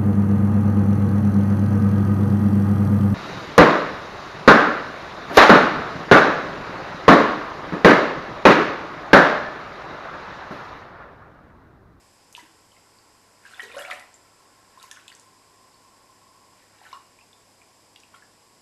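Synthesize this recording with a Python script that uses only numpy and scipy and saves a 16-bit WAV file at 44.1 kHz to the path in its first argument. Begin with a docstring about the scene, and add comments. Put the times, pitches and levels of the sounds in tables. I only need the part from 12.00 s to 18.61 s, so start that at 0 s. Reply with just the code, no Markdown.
"""A small tiled bathroom, close on a full tub, in mono: a hand is drawn slowly through the water.
The arm dips in with one soft splash. Trapped air rings as bubbles, from deep gulps to fine spray,
drops tick on the surface, and the tub and tiles ring back.
Underneath sits a bed of faint hiss, a soft hollow rush, mains hum and low rumble."""
import sys
import numpy as np
from scipy import signal
from scipy.fft import rfft, irfft
from scipy.io import wavfile

SR = 44100
rng = np.random.default_rng(int(sys.argv[2]) if len(sys.argv) > 2 else 0)


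def wav_record(signal):
    """Record a signal, one row per channel, as 16-bit PCM in the file named by sys.argv[1]."""
    frames = np.transpose(np.atleast_2d(signal))
    bounded = np.clip(frames, -1, 1)
    # unit amplitude maps onto the largest positive 16-bit level
    quanta = np.round(bounded * 32767).astype(np.int16)
    wavfile.write(sys.argv[1], SR, quanta)


N = 291661
T = np.arange(N) / SR


# pushes of the hand: crest t/s, rise/s, settle/s, small-bubble level/dB, spray level/dB
HAND_STROKES = [ (.37, .012, 0.063, -50, -57.5), (1.459, 0.023, 0.15, -51.5, -60),
                (1.629, 0.039, 0.047, -42.5, -57), (1.784, 0.046, 0.084, -39.5, -51),
                (1.919, 0.031, 0.043, -41.5, -52.5), (2.83, 0.069, .08, -53.5, -61.5),
                (2.96, 0.018, 0.06, -52.5, -65), (3.125, .02, 0.069, -66, -71),
                (4.6, .05, 0.07, -61.5, -78), (4.865, 0.079, .06, -52, -65),
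                (4.94, 0.029, 0.046, -59.5, -64), (6.147, 0.013, 0.026, -50.5, -63)]

def hand_strokes(bubbles_db=-3.5, spray_db=2.5, spray_power=1.56):
    """Each push stirs up small bubbles and flings fine spray, which flies mostly at the crest."""
    stir, fling = 0, 0
    for crest_s, rise_s, settle_s, stir_db, fling_db in HAND_STROKES:
        push = swell(crest_s, rise_s, settle_s)
        stir += from_db(stir_db) * push
        fling += from_db(fling_db) * push ** spray_power
    bubbles = stir * swarm(per_s=600, low_hz=1300, high_hz=4200, cycles=6, tilt_db=-1.5)
    spray = fling * swarm(per_s=700, low_hz=4000, high_hz=13000, cycles=4, tilt_db=1.5)
    return from_db(bubbles_db) * bubbles + from_db(spray_db) * spray


# large air pockets folding in: crest t/s, rise/s, settle/s, level/dB
AIR_FOLDS = [(1.63, 0.087, .1, -52.5), (1.778, 0.033, 0.032, -43), (1.9, 0.031, 0.074, -44)]

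def arm_dip(gulp_db=-2.5, heave_db=-19.5):
    """The body of the splash: big pockets gulp shut and water heaves aside as the arm goes under."""
    folding = sum(swell(*fold) for fold in AIR_FOLDS)
    gulps = folding * swarm(per_s=300, low_hz=620, high_hz=1400, cycles=5, tilt_db=3)
    heave = folding * rms_one(band(rng.standard_normal(N), 244, 390))
    return from_db(gulp_db) * gulps + from_db(heave_db) * heave + glugs(folding)


def glugs(folding, count=6, start_s=1.634, end_s=1.803, first_hz=429, last_hz=573, gain_db=10.5):
    """The deepest pockets go in an uneven run, each smaller and higher, as loud as the water folds in."""
    out = np.zeros(N)
    times = np.linspace(start_s, end_s, count) + rng.normal(0, 0.00304, count)
    for s, hz in zip(times, np.geomspace(first_hz, last_hz, count)):
        add(out, s, np.interp(s, T, folding) * bubble(hz, bubble_decay(hz)))
    return from_db(gain_db) * out


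# foreground air pockets ringing under the surface: t/s, f/Hz, level/dB
CLEAR_BUBBLES = [ (.3633, 3330, -39), (0.3782, 950, -36), (0.393, 1970, -39), (.428, 320, -46),
                 (.7183, 3040, -47.5), (0.7663, 2100, -45.5), (.987, 4620, -46), (1.452, 1596, -35.5),
                 (1.463, 1540, -40), (1.535, 1520, -36), (1.544, 3470, -37), (1.583, 747, -47),
                 (1.5958, 1883, -21.5), (1.603, 3050, -32.5), (1.631, 1870, -35), (1.716, 2440, -32.5),
                 (1.746, 1045, -36), (1.7653, 556, -33), (1.7763, 585, -37.5), (1.7825, 1410, -31),
                 (1.7928, 1706, -30.5), (1.8208, 3290, -32), (1.8496, 2250, -29), (1.861, 2650, -36),
                 (1.878, 725, -35.5), (1.9, 1230, -27.5), (1.9235, 1750, -27), (1.928, 575, -37.5),
                 (2.005, 1980, -39), (2.024, 1960, -42), (2.142, 7250, -38), (2.774, 1028, -40.5),
                 (2.799, 3800, -42.5), (2.839, 1034, -40), (2.914, 1730, -35.5), (2.989, 1510, -45),
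                 (3.0807, 2580, -41), (3.101, 2900, -40.5), (3.1255, 4450, -40.5), (3.7437, 4450, -47),
                 (4.815, 840, -41.5), (4.853, 1760, -42.5), (4.864, 1480, -40), (4.916, 2210, -42.5),
                 (4.929, 1060, -30), (4.935, 2855, -36.5), (4.9464, 1102, -34), (4.962, 1130, -36.5),
                 (5.189, 2410, -43), (5.211, 2640, -46.5), (5.3305, 3530, -43.5), (5.6167, 2370, -44.5),
                 (6.140, 1080, -40.5), (6.1435, 1380, -39.5), (6.223, 1670, -42)]

def plops(trim_db=-0.5, smack_db=-16.0):
    """Single bubbles that cut through, each with a little wet smack as it closes."""
    out = np.zeros(N)
    for s, hz, db in CLEAR_BUBBLES:
        gain, decay_s = from_db(db + trim_db), bubble_decay(hz)
        add(out, s, gain * bubble(hz, decay_s))
        add(out, s, gain * from_db(smack_db) * smack(hz, decay_s))
    return out


# drops landing and films snapping on the surface: t/s, f/Hz, ring level/dB, snap level/dB
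SURFACE_DROPS = [ (0.327, 6700, -42, -36), (0.3499, 2960, -30.5, -40), (.367, 4600, -39, -42),
                 (1.622, 5500, -38, -42), (1.908, 3620, -27.5, -42), (1.9119, 2000, -22.5, -32),
                 (1.997, 4600, -53, -35), (2.828, 4420, -35.5, -38), (2.9129, 3140, -34, -29),
                 (2.914, 6500, -31.5, -44), (2.97, 1500, -39, -49), (3.080, 3350, -32.5, -32.5),
                 (3.118, 1830, -40.5, -50), (3.1508, 6450, -38, -48), (3.1975, 6730, -42, -39.5),
                 (4.929, 4350, -35.5, -50), (5.9601, 3220, -34.5, -42), (6.0007, 5570, -42.5, -45),
                 (6.0348, 2680, -45.5, -52)]

def drops(snap_s=0.00079, ring_cycles=5.4, smack_db=-3.5):
    """A sharp snap of the surface for attack, with the smack and short ring of a tiny cavity."""
    rings, snaps = np.zeros(N), np.zeros(N)
    snap_fade = np.exp(-T[:SR // 100] / snap_s)
    for s, hz, ring_db, snap_db in SURFACE_DROPS:
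        decay_s = ring_cycles / hz
        add(rings, s, from_db(ring_db) * bubble(hz, decay_s))
        add(rings, s, from_db(ring_db + smack_db) * smack(hz, decay_s, spread=1.324))
        add(snaps, s, from_db(snap_db) * rng.standard_normal(len(snap_fade)) * snap_fade)
    return rings + band(snaps, 3200, 11700)


def ripples():
    """A soft bubbling between strokes: the surface rocks most after the big ones, then calms."""
    rocking = swell(crest_s=2.5, rise_s=5, settle_s=3.5, db=-68.5)
    return rocking * swarm(per_s=700, low_hz=1250, high_hz=2600, cycles=7, tilt_db=-4)


def bubble(hz, decay_s, rise=0.01, onset_cycles=0.34):
    """A pocket of air pinches off and rings; its pitch climbs as it nears the surface."""
    t = np.arange(int(6 * decay_s * SR) + 2) / SR
    pitch = hz * (1 + rise * t / decay_s)
    attack = 1 - np.exp(-t * hz / onset_cycles)
    return np.sin(2 * np.pi * np.cumsum(pitch) / SR) * attack * np.exp(-t / decay_s)


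def bubble_decay(hz):
    """Seconds for a bubble to fall to 1/e: small, high ones die sooner."""
    return 0.007 * (1000 / hz) ** 0.75


def swarm(per_s, low_hz, high_hz, cycles, tilt_db):
    """A texture of bubbles of random size and timing, tilted by tilt_db an octave; rms 1."""
    out = np.zeros(N)
    for when, pitch, size, damping in rng.random((int(per_s * N / SR), 4)):
        hz = low_hz * (high_hz / low_hz) ** pitch
        size_db = 3.5 * min(-np.log(1 - size), 3)   # many quiet, a few loud
        gain = from_db(size_db + tilt_db * np.log2(hz / low_hz))
        decay_s = cycles * (.5 + damping) / hz
        add(out, when * N / SR, gain * bubble(hz, decay_s, rise=0.028))
    return rms_one(out)


def smack(hz, decay_s, spread=1.3):
    """Water slapping shut: a short noise burst in a band around the pitch of the cavity."""
    t = T[:SR // 20]
    burst = rng.standard_normal(len(t)) * np.exp(-t / decay_s)
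    for _ in range(2):   # two passes for steeper edges
        burst = band(burst, hz / spread, hz * spread)
    return burst * np.sqrt(decay_s * SR / 2 / np.sum(burst ** 2))


# decay of the tiles' tail: f/Hz, t60/s
TILE_DECAY = [(250, 0.5), (1000, 0.3), (3000, 0.59), (10000, 0.26)]
# tone of the tiles' tail: f/Hz, level/dB
TILE_TONE = [(250, -1.5), (1000, -3), (3000, -8), (10000, -2.5)]
# early slaps off the near walls: delay t/s, level/dB
WALL_SLAPS = [(.0031, -14), (.0074, -14.5), (0.0134, -15), (0.018, -16)]
# air modes between the tub walls and the water: f/Hz, level/dB, t60/s
TUB_RING = [(484, 4.5, 0.44), (561, 5.5, 0.44), (672, -6, 0.57), (737, 8.5, 0.42), (1010, 11.5, 0.6)]

def bathroom(dry, build_s=0.0031):
    """Direct sound, slaps off the near walls, a dense tail from the tiles and the ring of the tub."""
    t = T[:SR]
    response = np.zeros(SR)
    build = 1 - np.exp(-(t / build_s) ** 2)
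    edges_hz = np.geomspace(150, 16000, 10)
    for low, high in zip(edges_hz, edges_hz[1:]):
        hz = np.sqrt(low * high)
        fade = build * from_db(-60 * t / at_hz(TILE_DECAY, hz))
        tail = band(rng.standard_normal(SR), low, high) * fade / np.sqrt(np.sum(fade ** 2))
        response += from_db(at_hz(TILE_TONE, hz)) * tail
    for delay_s, db in WALL_SLAPS:
        response[int(delay_s * SR)] += from_db(db)
    for hz, db, t60 in TUB_RING:
        fade = from_db(-60 * t / t60)
        response += from_db(db) * 2 * np.cos(2 * np.pi * hz * t) * fade / fade.sum()
    response[0] += 1   # direct sound
    return signal.fftconvolve(dry, response)[:N]


# tone of the noise bed: f/Hz, relative level/dB
HISS_TONE = [(25, -12.5), (65, -6), (150, -2.5), (300, 0), (700, -1.5), (1100, 2), (1250, -9.5), (2300, -9),
             (3600, -13), (6200, -14), (9000, -15), (12500, -17)]
# bright bands on top of it: f/Hz, width/Hz, relative level/dB
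HISS_BANDS = [(5035, 610, -4), (7610, 1000, -6.5)]

def hiss(level_db=-57.0):
    """A faint, even hiss with two narrow bands standing out in the treble."""
    hz = np.arange(N // 2 + 1) * SR / N
    power = from_db(at_hz(HISS_TONE, hz)) ** 2
    for centre, width, db in HISS_BANDS:
        detune = 2 * (hz - centre) / width
        power += from_db(db) ** 2 / (1 + detune ** 2) ** 1.37
    spectrum = rfft(rng.standard_normal(N)) * np.sqrt(power)
    return from_db(level_db) * rms_one(irfft(spectrum, N))


def rush():
    """A hollow note of noise near 1 kHz swells slowly, once, and falls away fast."""
    hollow = rms_one(band(rng.standard_normal(N), 1005, 1105))
    return swell(crest_s=4.5, rise_s=3, settle_s=0.1, db=-60) * hollow


def mains_hum(hz=102.2, rms_db=-73.5):
    """The mains hum as one low, steady tone."""
    return from_db(rms_db) * np.sqrt(2) * np.sin(2 * np.pi * hz * T)


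def rumble(start_db=-73.5, fade_db_per_s=2):
    """Faint deep noise below the hum, slowly fading away."""
    return from_db(start_db - fade_db_per_s * T) * rms_one(band(rng.standard_normal(N), 22, 84))


def swell(crest_s, rise_s, settle_s, db=0):
    """A gain that grows to a crest and dies away, both exponentially."""
    away = np.where(T < crest_s, (crest_s - T) / rise_s, (T - crest_s) / settle_s)
    return from_db(db) * np.exp(-np.minimum(away, 20))


def from_db(db):
    return 10 ** (np.asarray(db) / 20)


def rms_one(x):
    return x / np.sqrt(np.mean(x ** 2) + 1e-20)


def at_hz(points, hz):
    """Reads a table on a log-frequency axis."""
    points = np.array(points)
    return np.interp(np.log(np.maximum(hz, 1)), np.log(points[:, 0]), points[:, 1])


def band(x, low_hz, high_hz):
    return signal.sosfilt(signal.butter(2, [low_hz, high_hz], "band", fs=SR, output="sos"), x)


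def add(track, s, sound):
    """Lays a sound into a track at time s."""
    i = max(int(s * SR), 0)
    track[i:i + len(sound)] += sound[:max(N - i, 0)]


def scene():
    """Water in the room over the background bed, the same in both channels."""
    water = plops() + drops() + arm_dip() + hand_strokes() + ripples()
    mono = bathroom(water) + hiss() + rush() + mains_hum() + rumble()
    return np.array([mono, mono])


def record(dry, notch_hz=1232, notch_q=28, cutoff_hz=12500):
    """The microphone's port swallows one narrow band; the top is cut steeply."""
    notched = signal.lfilter(*signal.iirnotch(notch_hz, notch_q, fs=SR), dry)
    return signal.sosfilt(signal.ellip(10, .2, 70, cutoff_hz, fs=SR, output="sos"), notched)


dry = scene()
out = record(dry)
wav_record(out)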